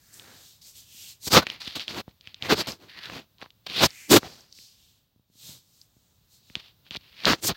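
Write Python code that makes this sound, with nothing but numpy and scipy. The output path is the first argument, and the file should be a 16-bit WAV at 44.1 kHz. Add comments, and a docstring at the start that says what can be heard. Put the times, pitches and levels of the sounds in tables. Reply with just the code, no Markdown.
"""Above a quiet gravel path, fingers shift their grip on a hand-held recorder.
Skin drags over the casing beside the microphone port: noise made of tiny slips, swelling with each stroke.
Firm scrapes, gritty rubs and light hissing slides also sound the air pocket under the finger.
The casing ticks with short rings, and fingertip taps and dull bumps push it in single low swings.
A faint outdoor rumble and hiss lies underneath."""
import sys
import numpy as np
from scipy import signal
from scipy.fft import rfft, irfft, next_fast_len
from scipy.io import wavfile

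SR = 44100
rng = np.random.default_rng(int(sys.argv[2]) if len(sys.argv) > 2 else 0)


def put_to_file(sound):
    """Save the sound as 16-bit audio at rate SR, in the file named by the first command-line argument."""
    columns = np.atleast_2d(sound).T  # one column per channel
    safe = np.clip(columns, -1, 1)
    whole_steps = np.round(safe * 32767)
    wavfile.write(sys.argv[1], SR, whole_steps.astype(np.int16))


N = 333396
TIME = np.arange(N) / SR  # seconds

# colour of the still air: (frequency [Hz], relative level per Hz [dB])
AIR_COLOUR = [(35.0, -5), (100.0, 2), (180.0, -6), (350.0, -16.5), (1000.0, -21), (2200.0, -26),
              (3800.0, -17.5), (6000.0, -25.5), (9500.0, -33.5), (15000.0, -20)]
# loudness of the still air, which sinks briefly: (time [s], level [dB])
AIR_LEVEL = [(0, -63), (4.95, -66), (5.05, -70), (5.28, -73), (5.36, -67.5), (7.56, -61)]
# dull bumps as the grip settles: (time [s], level [dB])
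BUMPS = [(0.947, -53), (1.272, -27.5), (1.676, -35), (2.08, -34.5), (2.274, -46), (2.425, -34),
         (2.548, -27), (4.59, -52.5), (5.161, -54.5), (5.196, -56), (5.3, -56), (5.355, -54.5),
         (5.493, -42), (5.967, -52), (6.503, -44), (6.567, -35), (6.912, -38), (6.97, -34.5), (7.515, -23)]
# casing ticks, each with a low fingertip tap: (time [s], relative level [dB], ring [Hz])
TICKS = [(0.142, -31, 7600), (0.1971, -26, 3360), (1.4686, -9.5, 2400), (1.4718, -26, 2250),
         (1.501, -11.5, 3000), (1.674, -32, 2520), (1.6781, -16, 3700), (1.7965, -14, 3200),
         (1.8808, -12, 3150), (2.0801, -46, 547), (2.2105, -32.5, 3770), (2.2736, -22.5, 2900),
         (2.3444, -21.5, 3620), (2.4243, -10.5, 3230), (2.7202, -20, 5100), (3.057, -22, 3840),
         (3.099, -21.5, 1380), (3.384, -39, 3520), (3.416, -25.5, 2190), (3.4232, -28, 1810),
         (3.4269, -28, 970), (3.4608, -34, 1280), (3.505, -34, 3450), (3.906, -26.5, 5030),
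         (4.2315, -24.5, 960), (4.408, -36, 5530), (4.5264, -28, 5050), (4.5882, -36, 2590),
         (5.8153, -31, 4960), (6.4998, -36, 2340), (6.5544, -8.5, 3130), (6.866, -43.5, 1780),
         (6.9091, -17.5, 3300), (6.9483, -18, 3150), (6.9533, -24, 1200), (6.9689, -16, 3770),
         (7.248, -14, 1570), (7.2547, 2, 3900), (7.3337, -5.5, 1470)]
# colours of the three kinds of friction: (frequency [Hz], relative level per Hz [dB])
SCRAPE_COLOUR = [(35, -16.5), (80, -4), (150, -1), (340, -2.5), (650, -6), (1200, -9), (2200, -15),
                 (4200, -15.5), (6500, -21.5), (9500, -46), (13000, -32)]
RUB_COLOUR = [(35, -34), (100, -26), (700, -13), (1500, -9.5), (2500, -3.5), (3500, -1), (4500, -1),
              (6000, -17.5), (8000, -36), (9800, -31), (13000, -27.5)]
SLIDE_COLOUR = [(35, -20.5), (100, -8.5), (300, -17), (1300, -36.5), (2200, -15), (3300, -8), (4400, 0),
                (6000, 1), (7500, 0.5), (8700, -3), (9800, -11), (12000, -2.5), (15500, -6.5)]
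# firm scrapes across the port: (crest [s], rise [s], fall [s], level [dB], air pocket [Hz],
# pocket relative to the level [dB], fine hiss relative to the level [dB])
SCRAPES = [(0.27, 0.17, .25, -56.5, 1640, -3, -4), (1.277, 0.0098, 0.016, -33.5, 5000, -1.5, 4.5),
           (1.337, .031, .054, -22.5, 4850, 2, -0.5), (1.371, .043, .035, -12, 1150, -4, -20.5),
           (1.427, 0.016, .018, -35, 1390, -1, -24), (1.755, 0.0018, 0.04, -34.5, 3530, 1.5, -7),
           (2, .107, .018, -34, 351, -8.5, -14), (2.091, .03, 0.038, -59.5, 3900, -21, -14),
           (2.462, 0.049, 0.037, -36, 2160, -2, -14), (2.509, .025, 0.044, -21.5, 1540, -3, -18),
           (2.529, 0.024, .018, -19.5, 400, 2, -15), (2.61, .061, .02, -29.5, 4350, 1.5, -8),
           (2.672, 0.0026, .077, -34.5, 4670, -3, -6.5), (2.824, .043, .11, -54.5, 350, -4, -13),
           (3.162, .126, .071, -41, 2620, -7.5, -16), (3.841, .038, .015, -16, 750, -7.5, -13),
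           (3.859, 0.052, .012, -21.5, 5140, -0.5, -5), (4.119, .023, 0.033, -19, 270, 4, 2),
           (4.142, 0.024, 0.025, -15, 358, 4, -4), (4.168, 0.02, .019, -13.5, 300, -1.5, -5),
           (4.26, .045, .03, -42, 700, -3, -26), (4.294, 0.28, .21, -53.5, 4750, 0.5, -4.5),
           (5.509, 0.097, .1, -60.5, 130, 3.5, -10), (7.273, 0.014, .066, -20, 1480, -2.5, -28),
           (7.32, 0.07, .034, -22, 4740, -8, -30), (7.445, .025, .04, -37, 305, -1, -7),
           (7.496, .02, .033, -27, 397, -17, -28)]
# gritty rubs on the casing: (crest [s], rise [s], fall [s], level [dB], air pocket [Hz],
# deep scrape relative to the level [dB])
RUBS = [(1.521, .107, 0.079, -43.5, 2290, -6), (1.607, .006, .055, -38.5, 4444, -19.5),
        (1.654, .021, 0.21, -41.5, 3730, -20.5), (1.674, .003, .011, -32.5, 3500, -10.5),
        (1.801, .007, .061, -36.5, 4020, -16), (1.896, 0.022, .06, -38, 4470, -7.5),
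        (2.275, .06, 0.09, -55, 2670, -15), (2.37, 0.026, .05, -62, 2750, -11.5),
        (2.653, 0.22, 0.062, -45.5, 2300, -8), (2.9, 0.024, 0.12, -49.5, 1940, -25),
        (2.991, 0.056, .018, -45.5, 2010, -8.5), (3.054, .075, .046, -40.5, 1700, -19),
        (3.425, .035, .055, -50.5, 1010, -5), (3.667, .003, .011, -32.5, 3450, -5.5),
        (3.706, .04, .23, -39, 3224, -9), (3.795, 0.071, .07, -26, 3560, -11),
        (6.563, .01, .032, -47.5, 3300, -5.5), (6.597, .006, .017, -45.5, 3140, -9),
        (6.66, .17, .075, -55, 3340, -16.5), (6.872, .03, .03, -57.5, 2950, -11),
        (6.923, .014, 0.044, -41.5, 2970, -12), (6.962, .007, .012, -35, 3170, -10.5),
        (7.06, .12, .15, -58.5, 2900, -12), (7.25, .13, .014, -43, 2340, -21),
        (7.395, .05, .02, -55.5, 6000, 0.5), (7.548, .007, .085, -49, 1550, -17.5)]
# light hissing slides: (crest [s], rise [s], fall [s], level [dB], air pocket [Hz],
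# pocket relative to the level [dB])
SLIDES = [(0.11, .21, .094, -59.5, 1730, -11), (0.14, 0.024, .15, -51, 8400, -6.5),
          (0.47, 0.36, 0.16, -54, 3900, -4), (0.617, 0.0046, .11, -55.5, 4560, 0.5),
          (0.68, .06, .08, -49, 4480, -20), (0.772, .042, .1, -48, 3500, -8.5),
          (1.04, .215, .13, -46, 3150, -6), (1.09, .025, .07, -46.5, 4060, -3),
          (1.268, .053, .012, -35, 4260, -8.5), (4.02, .21, 0.17, -53.5, 6635, -0.5),
          (4.0, .2, .22, -57.5, 2290, 6.5), (4.592, .088, 0.2, -56, 4600, 3.5),
          (4.859, 0.34, .2, -65, 3570, 0), (5.485, .135, .13, -46, 3845, -4),
          (5.81, .3, 0.09, -63, 4400, -8), (6.0, 0.23, 0.44, -75.5, 6800, 0),
          (6.345, .07, .08, -59.5, 4206, -7), (6.521, 0.17, .07, -65, 4100, 2),
          (7.445, 0.025, .033, -30, 8200, -5.5), (7.478, .04, 0.026, -22, 6400, -14)]

# fixed parts of each stroke's blend, relative to the stroke's level [dB]
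SCRAPE_RUB_DB = -3.5
RUB_HISS_DB, RUB_POCKET_DB = -24.5, -4.5
SLIDE_SCRAPE_DB, SLIDE_RUB_DB = -24.5, -15.5
# the softer the touch, the lower it rings and the more it thuds
THUD_DB, THUD_AT_HZ, THUD_DB_PER_OCTAVE = -3, 1000, -14
CHATTER_DB = -26  # chatter behind a tick, at its start, relative to the snap
FULL_SCALE = .9  # largest level before the peaks are cut off
CUTOFF_HZ = 15950  # top of the microphone's range


def from_db(db):
    """Turn decibels into a plain gain."""
    return 10 ** (np.asarray(db) / 20)


def rms_one(x):
    """Scale a signal to an average strength (rms) of 1."""
    return x / np.sqrt(np.mean(x ** 2) + 1e-20)


def colour(x, spectrum):
    """Filter with the given spectrum and unit power gain, never sounding ahead of its input (minimum phase)."""
    size = 2 * next_fast_len(N)
    half = size // 2
    hz = np.maximum(np.arange(half + 1) * SR / size, 1)
    at_hz, level_db = np.transpose(spectrum)
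    gain = from_db(np.interp(np.log(hz), np.log(at_hz), level_db))
    # folding the cepstrum onto positive times gives the minimum phase
    cepstrum = irfft(np.log(rms_one(gain)))
    cepstrum[1:half] *= 2
    cepstrum[half + 1:] = 0
    response = np.exp(rfft(cepstrum))
    return irfft(rfft(x, size) * response)[:N]


def resonate(x, hz, q):
    """A broad resonance, applied twice for steep skirts."""
    hz = min(hz, SR / 4)
    b, a = signal.iirpeak(hz, max(q, .6), fs=SR)
    once = signal.lfilter(b, a, x)
    return signal.lfilter(b, a, once)


def still_air():
    """A faint outdoor rumble and hiss: coloured noise with a slowly changing level."""
    level = from_db(np.interp(TIME, *np.transpose(AIR_LEVEL)))
    return level * colour(rng.standard_normal(N), AIR_COLOUR)


def thuds(rows, low_hz, high_hz, level_db):
    """Soft flesh pushes the casing once for each row (time [s], level [dB]): a single rounded swing."""
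    band = signal.butter(2, [low_hz, high_hz], "band", fs=SR, output="sos")
    s, row_db = np.transpose(rows)
    pushes = np.full(N, 1e-18)
    pushes[(s * SR).astype(int)] = from_db(row_db + level_db)
    swing_peak = signal.sosfilt(band, signal.unit_impulse(SR)).max()
    return signal.sosfilt(band, pushes) / swing_peak


def bumps():
    """The settling grip pushes the casing in dull, low swings."""
    return thuds(BUMPS, low_hz=54, high_hz=240, level_db=0.0)


def taps():
    """A fingertip thud goes with every tick, stronger where the tick rings lower."""
    touches = []
    for s, db, hz in TICKS:
        octaves = np.log2(hz / THUD_AT_HZ)
        touches.append((s, db + THUD_DB + THUD_DB_PER_OCTAVE * octaves))
    return thuds(touches, low_hz=90, high_hz=700, level_db=0.5)


def ticks(width_hz=1800, tail_t60=0.021, dull_hz=7000, crack_db=-22.0, level_db=-3.0, size=2048):
    """The casing rings for about a millisecond, with a faint sharp edge and a short chatter behind it."""
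    out, age = np.zeros(N + size), np.arange(size) / SR
    snap = signal.unit_impulse(size)
    soften = signal.butter(2, dull_hz, fs=SR, output="sos")
    # the chatter driving the ring falls 60 dB in tail_t60 seconds
    chatter_gain = from_db(CHATTER_DB - 60 * age / tail_t60)
    for s, tick_db, hz in TICKS:
        chatter = chatter_gain * rng.standard_normal(size)
        force = signal.sosfilt(soften, snap + chatter)
        # one width in Hz: all but the lowest pitches die equally fast
        ring = resonate(force, hz, hz / width_hz)
        tick = ring / np.abs(ring).max() + from_db(crack_db) * snap
        start = int((s - .5 / hz) * SR)
        out[start:start + size] += from_db(tick_db + level_db) * tick
    return out[:N]


def friction(grains_per_s, spread_db, grit_db):
    """Countless tiny slips merge into noise; coarser grains catch at random, more smoothly the denser they come."""
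    sizes = from_db(spread_db * np.minimum(rng.exponential(1, N), 3))
    signs = rng.choice([-1, 1], N)
    catches = rng.random(N) < grains_per_s / SR
    grains = rms_one(sizes * signs * catches / np.sqrt(grains_per_s))
    return rms_one(rng.standard_normal(N) + from_db(grit_db) * grains)


def grab(rate_hz, depth_db):
    """Skin grabs and lets go unevenly: a fast random gain of rms 1."""
    slow = signal.butter(2, rate_hz, fs=SR, output="sos")
    wander = rms_one(signal.sosfilt(slow, rng.standard_normal(N)))
    return rms_one(from_db(depth_db * np.clip(wander, -2, 2)))


def dust(rub, speed, level_db=-21.0, edge_hz=6000):
    """Specks caught under the skin add a sparse, bright crackle to the rubbing."""
    specks = rub * friction(grains_per_s=70 * speed, spread_db=5.5, grit_db=18.5)
    bright = signal.butter(2, edge_hz, "high", fs=SR, output="sos")
    return from_db(level_db) * signal.sosfilt(bright, specks)


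def swell(crest, rise, fall, roundness=1.77):
    """Samples and envelope of one stroke: 20 dB down one rise before and one fall after its crest."""
    span = slice(*np.searchsorted(TIME, [crest - 2 * rise, crest + 2 * fall]))
    since = TIME[span] - crest
    distance = np.abs(since) / np.where(since < 0, rise, fall)
    return span, from_db(-20 * distance ** roundness)


def strokes():
    """Each stroke's timing, level, pocket pitch and blend: relative dB of (scrape, rub, hiss, pocket)."""
    for *timing, db, hz, pocket_db, hiss_db in SCRAPES:
        yield timing, db, hz, (0, SCRAPE_RUB_DB, hiss_db, pocket_db)
    for *timing, db, hz, scrape_db in RUBS:
        yield timing, db, hz, (scrape_db, 0, RUB_HISS_DB, RUB_POCKET_DB)
    for *timing, db, hz, pocket_db in SLIDES:
        yield timing, db, hz, (SLIDE_SCRAPE_DB, SLIDE_RUB_DB, 0, pocket_db)


def fingers(pocket_q=2.2, firm_db=-31.5):
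    """Each stroke mixes a deep scrape, a gritty rub and a fine hiss, and sounds the air pocket under the finger."""
    power, pockets = np.zeros((3, N)), np.zeros(N)
    slips = friction(grains_per_s=2500, spread_db=8.5, grit_db=-7.5)
    for timing, level_db, hz, blend_db in strokes():
        span, envelope = swell(*timing)
        *friction_gains, pocket_gain = from_db(level_db) * from_db(blend_db)
        # overlapping strokes add up in power
        power[:, span] += np.outer(friction_gains, envelope) ** 2
        hollow = resonate(slips[span], hz, pocket_q) * envelope
        envelope_rms = np.sqrt(np.mean(envelope ** 2))
        pockets[span] += pocket_gain * rms_one(hollow) * envelope_rms
    scrape, rub, slide = np.sqrt(power)
    # a louder stroke is a faster one: its grains crowd together
    speed = 1 + np.hypot(scrape, rub) / from_db(firm_db)
    # firm contact judders, a light slide runs smoothly
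    judder = grab(rate_hz=100, depth_db=1.5)
    coarse_slips = friction(grains_per_s=500 * speed, spread_db=2.5, grit_db=-8.0)
    deep = colour(scrape * judder * coarse_slips, SCRAPE_COLOUR)
    gritty_slips = friction(grains_per_s=500 * speed, spread_db=9.0, grit_db=-3.0)
    gritty = colour(rub * judder * gritty_slips, RUB_COLOUR)
    fine_slips = friction(grains_per_s=5900, spread_db=4.5, grit_db=-13.5)
    fine = colour(slide * fine_slips, SLIDE_COLOUR)
    return deep + gritty + fine + pockets + dust(rub, speed)


def scene():
    """Strokes, ticks, taps and bumps reach the microphone dry, over the still air."""
    mix = still_air() + bumps() + taps() + ticks() + fingers()
    return mix[None]  # one channel


def record(dry, bass_cut_hz=45):
    """The microphone sheds deep bass, peaks are cut off at full scale, then the top is removed."""
    bass_cut = signal.butter(2, bass_cut_hz, "high", fs=SR, output="sos")
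    thin = signal.sosfilt(bass_cut, dry)
    clipped = np.clip(thin, -FULL_SCALE, FULL_SCALE)
    top_cut = signal.ellip(12, .1, 80, CUTOFF_HZ, fs=SR, output="sos")
    return signal.sosfilt(top_cut, clipped)


dry = scene()
out = record(dry)
put_to_file(out)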